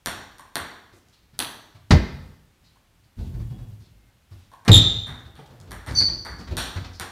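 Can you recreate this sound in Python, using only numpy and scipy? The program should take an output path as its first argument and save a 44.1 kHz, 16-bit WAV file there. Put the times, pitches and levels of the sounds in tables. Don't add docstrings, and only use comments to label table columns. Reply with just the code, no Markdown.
import sys
import numpy as np
from scipy import signal
from scipy.fft import rfft, irfft, next_fast_len
from scipy.io import wavfile
from scipy.ndimage import uniform_filter1d, map_coordinates

SR = 44100
rng = np.random.default_rng(int(sys.argv[2]) if len(sys.argv) > 2 else 0)


def amplitude_ratio(level_db):
    exponent = np.asarray(level_db, float) / 20
    return 10 ** exponent


def file_out(sig):
    cols = np.atleast_2d(sig).T
    lim = np.clip(cols, -1, 1)
    pcm = np.round(lim * 32767).astype(np.int16)
    wavfile.write(sys.argv[1], SR, pcm)


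N = 313703

# start in seconds, shell level in dB, crack in dB against the shell,
# knock in dB against the shell, hall in dB (more for far contacts).
TABLE_HITS = [(0.0601, -9.5, -6, -3.5, 1.5), (0.0712, -25, 9, 8, 2), (0.3835, -36.5, -6, -2, 8),
              (0.5559, -10.5, -0.7, 1.5, -0.5), (4.6502, -35, -18, 1, 11), (4.6558, -47.5, 12, 20, 7),
              (5.0632, -49, -2, 4, 23), (5.0698, -42, -14, 10.5, 8.5), (5.3545, -45, 3, 1.5, 10.5),
              (5.7092, -30.5, -5.5, 1, 9.5), (5.7177, -25.5, -2, 2.5, -4), (5.8634, -33.5, -4.5, 1.5, 15.5),
              (6.25, -32, -9, 5.5, 8.5), (6.2563, -40, 6.5, 15.5, 5), (6.5689, -15.5, -1, -6, 12),
              (6.998, -16.5, -5, -1.5, 3.5)]
HARD_BOUNCE = [(1.3909, -8, -4.5, -9, 3.2)]
BAT_HITS = [(.3955, -36, -6, 7.2, -6), (2.759, -58.5, -5, 10, -10), (4.5167, -48, -1.5, 8.3, 7.5),
            (4.537, -46, 4, 12, -10.5)]
# pitch in Hz, level in dB, time to fade by 60 dB in seconds.
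SHELL_TONES = [(5640, -9, 0.005), (7060, -11, 0.0047), (8780, -2, 0.0046), (10350, -4, 0.003),
               (12170, -3.5, 0.003), (14200, -13.5, 0.003)]
# pitch in Hz, level in dB, 60 dB fade in seconds.
HARD_SHELL_TONES = [(5980, -18, 0.0037), (8500, -3.5, 0.0014), (9930, -8.5, 0.0075), (11140, -12, 0.00282),
                    (13300, -6, 0.00206)]
# pitch in Hz, level in dB, 60 dB fade in seconds.
CRACK_TONES = [(3350, 9.5, 0.0029), (4470, 1.5, 0.0046), (2700, 1.5, 0.003)]
# pitch in Hz, level in dB, 60 dB fade in seconds.
TABLE_TONES = [(779, -0.5, 0.0053), (1220, -0.5, 0.0058), (1530, 0, 0.0076), (1880, 3, 0.0038),
               (2285, -6, 0.006)]
# pitch in Hz, level in dB, 60 dB fade in seconds.
BLADE_TONES = [(1000, 7.5, 0.01), (1120, 1.5, .022), (1500, -5, 0.012), (1900, -11.5, .006)]
# pitch in Hz, level in dB, 60 dB fade in seconds.
PUSH_TONES = [(270, -1.5, 0.013), (413.5, -3.5, 0.016)]
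# delay in seconds, level in dB.
SLAT_ECHOES = [(.0112, 5), (.0135, 1), (.0335, 3), (.0565, -1), (.0625, -5), (.079, -7)]

# start in seconds, thud level in dB, board pitch in Hz, slap in dB against the thud.
WALK_STEPS = [(0.597, -35, 77.5, -5), (0.922, -46, 94.2, 6), (1.198, -58, 70.4, -13.5),
              (1.331, -37, 125, -5.5), (1.393, -28, 113, 14.5), (1.744, -34.5, 100, -3),
              (2.418, -47.5, 53.4, -14), (2.965, -52, 109, -19), (3.168, -19.5, 44, -28),
              (3.18, -18, 76.2, -17), (3.333, -17, 114.3, -22), (3.389, -25, 130, -12.5),
              (3.499, -19.5, 118.8, -22), (3.579, -22, 104.5, -18), (3.699, -34.5, 108, -12),
              (3.798, -41, 42.8, -5), (3.912, -41.5, 53.6, -22), (4.309, -30, 86.7, -8.5)]
RALLY_STEPS = [(4.939, -47, 81.7, -16), (5.082, -21, 120, -19.5), (5.25, -31.5, 70, -7),
               (5.38, -35.5, 135, -4), (5.5, -34, 120, -8), (5.6, -33, 90, -19), (5.668, -27, 52.3, -13),
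               (5.876, -16, 88, -8), (5.9, -22.5, 108.6, -11.5), (5.999, -19.5, 97.7, 0.5),
               (6.079, -20, 56.3, -4), (6.279, -28.5, 57.8, -33), (6.399, -28.5, 95, -2),
               (6.468, -24, 52, -2), (6.506, -13.5, 55.8, -12), (6.577, -27, 83, 9),
               (6.756, -15.5, 90.3, -5.5), (6.838, -29.5, 97.5, 6), (7.001, -35.5, 79, 16.5)]
HEAVY_STAMPS = [(1.906, 3, 186.4, -8), (1.915, 5.5, 78.5, -16.5), (1.932, 3.5, 138, -22),
                (4.678, -4, 177, -6), (4.689, 10.5, 105.1, -29), (4.716, 3.5, 83.3, -33)]
# frequency in Hz, level in dB.
FLOOR_BOOM = [(25, -11), (45, 0.5), (80, 2), (150, -8), (230, -13), (400, -27.5), (1000, -70.5)]
# frequency in Hz, level in dB.
BOARD_RATTLE = [(30, -13.5), (60, -5), (130, -5), (300, -2.5), (500, -10.5), (900, -17), (3000, -62.5)]
# frequency in Hz, level in dB.
SOLE_SLAP = [(150, 2.5), (400, 0), (1000, 5), (2000, 1), (2600, -3.5), (4500, -0.5), (7000, -14.5),
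             (13000, -36.5)]

# start in seconds, level in dB, centre in Hz, width in Hz, length in seconds.
RUBS = [(.93, -68, 6560, 6000, 0.065), (1.084, -60, 4900, 5000, 0.0038), (1.126, -62, 3860, 2980, 0.0264),
        (2.637, -65.5, 4320, 1990, 0.042), (3.035, -70.5, 4310, 1510, 0.013),
        (3.182, -65, 3300, 4970, 0.11), (3.795, -68, 4000, 2990, 0.081), (4.328, -71.5, 3660, 4200, 0.14),
        (5.185, -66.5, 5870, 4090, 0.019), (5.39, -42, 499, 500, 0.0088),
        (5.459, -58.5, 3500, 5000, 0.0094), (5.47, -77, 7000, 5000, 0.0027),
        (5.91, -39.5, 4200, 2500, 0.0031), (6.384, -53.5, 5100, 3030, 0.024),
        (6.929, -53, 4970, 1800, 0.037), (5.449, -61, 467, 890, 0.25), (0.045, -58, 69.2, 80, 0.2)]
HEEL_TOE_SNAPS = [(0.934, -55, 320, 200, 0.0187), (1.9081, -30.5, 4280, 3010, .014),
                  (1.909, -28.5, 1795, 1500, 0.016), (4.679, -21.5, 2580, 3400, 0.0067),
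                  (4.684, -26.5, 1200, 2000, .02), (5.6005, -50.5, 5500, 5000, .003),
                  (6.39, -40.5, 278, 150, 0.021), (6.529, -45, 380, 150, 0.016),
                  (7.005, -40.5, 378, 145.4, 0.019)]

# time in seconds, pitch in Hz, level in dB.
FIRST_TURN = [(4.713, 4010, -24), (4.717, 3745, -11), (4.745, 3565, -12), (4.766, 3642, -12.5),
              (4.779, 3630, -15.5), (4.786, 3600, -36)]
# time in seconds, pitch in Hz, level in dB.
FIRST_TURN_RIB = [(4.719, 6010, -47.5), (4.748, 6020, -39.5), (4.78, 6130, -42), (4.79, 6000, -54.5)]
# time in seconds, pitch in Hz, level in dB.
SECOND_TURN = [(5.95, 4760, -39), (5.963, 4540, -20.5), (5.978, 4500, -21), (5.993, 4512, -16),
               (6.012, 4700, -21), (6.032, 4500, -28)]
# time in seconds, pitch in Hz, level in dB.
SECOND_TURN_RIB = [(5.948, 5970, -41), (5.964, 5983, -33.5), (5.993, 5895, -29.5), (6.001, 5760, -46)]
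# multiple of the pitch, level in dB.
SQUEAK_OVERTONES = [(1, 2.5), (2, -14.5), (3, -26), (4, -44)]
# start in seconds, pitch in Hz, level in dB, length in seconds.
DISTANT_SQUEAKS = [(3.362, 3350, -75, 0.22), (3.399, 2876, -82, 0.27), (3.944, 2120, -85, 0.17),
                   (4.049, 1534, -82, 0.073)]

# delay in seconds, level in dB.
FIRST_ECHOES = [(.004, -9.5), (0.0109, -4), (.016, -10), (0.0244, -10), (.033, -12.5), (.043, -15),
                (.056, -17.5)]
# frequency in Hz, 60 dB fade in seconds.
HALL_FADE = [(60, 0.74), (250, 0.74), (1000, 0.77), (3000, 0.67), (6000, 0.7), (10000, 0.4), (15000, 0.6)]
# frequency in Hz, level in dB.
HALL_TONE = [(60, 3.5), (500, 1.5), (1500, 2), (4000, 1.5), (9000, -5), (15000, -8)]
# frequency in Hz, level in dB per Hz.
AIR_TONE = [(15, -20.5), (25, 12), (87, 6), (427, -11.5), (1130, -13.5), (1700, -14.5), (3000, -16),
            (16000, -32.5)]


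def along(points, hz):
    f, v = np.transpose(points)
    return np.interp(np.log(hz + 1), np.log(f + 1), v)


def unit(x):
    return x / np.sqrt(np.mean(x ** 2) + 1e-20)


def peak(x):
    return x / np.max(np.abs(x))


def filtered(x, response):
    m = next_fast_len(len(x) + 8192)
    return irfft(rfft(x, m) * response(np.fft.rfftfreq(m, 1 / SR)), m)[:len(x)]


def coloured_noise(length, curve):
    return unit(filtered(rng.standard_normal(length), lambda f: amplitude_ratio(along(curve, f))))


def resonance(hz, width_hz):
    return lambda f: 1j * f * width_hz / (hz * hz - f * f + 1j * f * width_hz)


def ring(modes, t):
    chance_db = 0.65 * rng.standard_normal(len(modes))
    total = np.zeros(len(t))
    for k, (hz, db, t60) in enumerate(modes):
        fade = amplitude_ratio(db + chance_db[k] - 60 * t / t60)
        total += (-1) ** k * fade * np.sin(2 * np.pi * hz * t)
    contact = 1 - np.exp(-t / 0.00022)
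    return peak(total * contact)


def hall_tail():
    hz, t, z = signal.stft(rng.standard_normal(3 * SR // 4), SR, nperseg=512)
    fade_db = along(HALL_TONE, hz)[:, None] - 60 * t / along(HALL_FADE, hz)[:, None]
    tail = signal.istft(z * amplitude_ratio(fade_db), SR, nperseg=512)[1]
    build_up = 1 - np.exp(-np.arange(len(tail)) / SR / 0.005)
    return tail * build_up / np.linalg.norm(tail)


def add(out, s, sound, hall_db, near_db=0):
    path = amplitude_ratio(hall_db - near_db) * hall_tail()
    path[0] = 1
    i = np.arange(400)
    for delay, db in FIRST_ECHOES:
        scatter = rng.standard_normal(400) * np.exp(-i / (6 + 0.05 * delay * SR))
        path[round(delay * SR):][:400] += amplitude_ratio(db - 0.5 - near_db) * scatter / np.linalg.norm(scatter)
    heard = signal.fftconvolve(sound, path)[:N - round(s * SR)]
    out[round(s * SR):][:len(heard)] += heard


def hit(out, row, shell, wood, push_db, slats=()):
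    s, db, crack_db, knock_db, hall_db = row
    t = np.arange(SR // 20) / SR
    crack = -amplitude_ratio(db - 5.5 + crack_db) * ring(CRACK_TONES, t)
    knock = amplitude_ratio(db + knock_db - 5) * (ring(wood, t) + amplitude_ratio(push_db) * ring(PUSH_TONES, t))
    add(out, s, amplitude_ratio(db - 1.5) * ring(shell, t) + knock + crack, hall_db)
    tick = peak(np.sin(2 * np.pi * 4800 * t) * amplitude_ratio(-60 * t / 0.0016))
    out[round(s * SR):][:len(t)] += amplitude_ratio(db - 5) * tick - 0.23 * knock
    for delay, echo_db in slats:
        out[round((s + delay) * SR):][:len(t)] += amplitude_ratio(echo_db) * crack


def ball():
    out = np.zeros(N)
    for row in TABLE_HITS:
        hit(out, row, SHELL_TONES, TABLE_TONES, push_db=-13.5)
    for row in BAT_HITS:
        hit(out, row, SHELL_TONES, BLADE_TONES, push_db=-30)
    for row in HARD_BOUNCE:
        hit(out, row, HARD_SHELL_TONES, TABLE_TONES, push_db=-11, slats=SLAT_ECHOES)
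    return out


def footfall(out, row, board_t60, rattle_db, boom_share, rise_ms, near_db):
    s, db, hz, slap_db = row
    t = np.arange(SR // 4) / SR
    t60 = board_t60 * (100 / hz) * 10 ** (-0.025 * (slap_db + 12))
    rattle_db = rattle_db + 0.47 * (slap_db + 8)
    rise = 1 - np.exp(-1000 * t / rise_ms)
    cycles = np.cumsum(hz * (1 + 0.2 * np.exp(-t / 0.016))) / SR
    boom = coloured_noise(len(t), FLOOR_BOOM)
    rattle = amplitude_ratio(rattle_db - 3 - 60 * t / (1.2 * t60)) * coloured_noise(len(t), BOARD_RATTLE)
    slap = amplitude_ratio(slap_db + 2.5 - 60 * t / 0.073) * coloured_noise(len(t), SOLE_SLAP)
    thud = peak(amplitude_ratio(-60 * t / t60) * rise * (np.sin(2 * np.pi * cycles) + boom_share * boom))
    add(out, s, amplitude_ratio(db - 7) * (thud + rise ** 3 * (rattle + slap)), -6, near_db=near_db)


def steps():
    out = np.zeros(N)
    for row in WALK_STEPS:
        footfall(out, row, board_t60=0.24, rattle_db=-14.5, boom_share=0.45, rise_ms=7, near_db=-0.7)
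    for row in RALLY_STEPS:
        footfall(out, row, board_t60=0.31, rattle_db=-12, boom_share=0.57, rise_ms=6, near_db=0.5)
    for row in HEAVY_STAMPS:
        footfall(out, row, board_t60=0.11, rattle_db=-4.5, boom_share=0.5, rise_ms=1.5, near_db=9.5)
    return out


def scuffs():
    out = np.zeros(N)
    for s, db, hz, width_hz, length in [*RUBS, *HEEL_TOE_SNAPS]:
        stroke = signal.windows.tukey(round(length * SR), 0.3)
        band = resonance(hz, width_hz)
        puff = unit(filtered(rng.standard_normal(SR // 4), lambda f: band(f) ** 2))
        add(out, s, amplitude_ratio(db) * stroke * puff[:len(stroke)], -3)
    return out


def squeal(rows, jitter, flutter_db, edge_db, rasp_db):
    s, hz, db = np.transpose(rows)
    t = np.arange(s[0], s[-1], 1 / SR)
    pitch_waver, grip_waver = [
        unit(uniform_filter1d(uniform_filter1d(v, size=50), size=50))[:len(t)]
        for v in rng.standard_normal((2, SR // 2))]
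    phase = 2 * np.pi * np.cumsum(np.interp(t, s, hz) * (1 + jitter * pitch_waver)) / SR
    tone = np.zeros(len(t))
    for k, level in SQUEAK_OVERTONES:
        if k * hz[0] < SR / 2:
            tone += amplitude_ratio(level + edge_db * (k > 1)) * np.sin(k * phase)
    rasp = amplitude_ratio(rasp_db) * unit(filtered(rng.standard_normal(SR // 2), resonance(hz[1], 1400)))[:len(t)]
    grip = signal.windows.tukey(len(t), 0.1) * amplitude_ratio(np.interp(t, s, db) + flutter_db * grip_waver)
    return grip * (tone + rasp)


def squeaks():
    out = np.zeros(N)
    first = squeal(FIRST_TURN, jitter=0.028, flutter_db=3, edge_db=0.5, rasp_db=-20)
    add(out, FIRST_TURN[0][0], first, -4)
    first_rib = squeal(FIRST_TURN_RIB, jitter=0.009, flutter_db=5.5, edge_db=-19.5, rasp_db=-40)
    add(out, FIRST_TURN_RIB[0][0], first_rib, -1.5)
    second = squeal(SECOND_TURN, jitter=0.019, flutter_db=1, edge_db=-14.5, rasp_db=-27.5)
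    add(out, SECOND_TURN[0][0], second, -1.5)
    second_rib = squeal(SECOND_TURN_RIB, jitter=0.0061, flutter_db=5, edge_db=-28, rasp_db=-21)
    add(out, SECOND_TURN_RIB[0][0], second_rib, -1.5)
    for s, hz, db, length in DISTANT_SQUEAKS:
        swell = [(0, hz, db - 8), (0.05, hz, db), (length, hz, db - 5)]
        add(out, s, squeal(swell, jitter=0.005, flutter_db=2.5, edge_db=-15, rasp_db=-20), 3)
    return out


def air():
    drift = map_coordinates(rng.standard_normal(60), [np.arange(N) * 7 / SR])
    return amplitude_ratio(-60 + 0.84 * drift) * coloured_noise(N, AIR_TONE)


def scene():
    return (ball() + steps() + scuffs() + squeaks() + air())[None]


def roll_off(x):
    return signal.sosfilt(signal.butter(12, 16480, fs=SR, output="sos"), x)


def record(dry):
    x = filtered(dry[0], lambda f: (1j * f / (22 + 1j * f)) ** 4)
    level = np.sqrt(np.abs(uniform_filter1d(x ** 2, size=900)))
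    x = x + amplitude_ratio(-51.5) * level ** 0.36 * rng.standard_normal(N)
    x = x / (1 + np.abs(x / 0.715) ** 8) ** (1 / 8)
    x = filtered(x, lambda f: 1 / (1 + (f / 15700) ** 60))
    return roll_off(x[None])


dry = scene()
out = record(dry)
file_out(out)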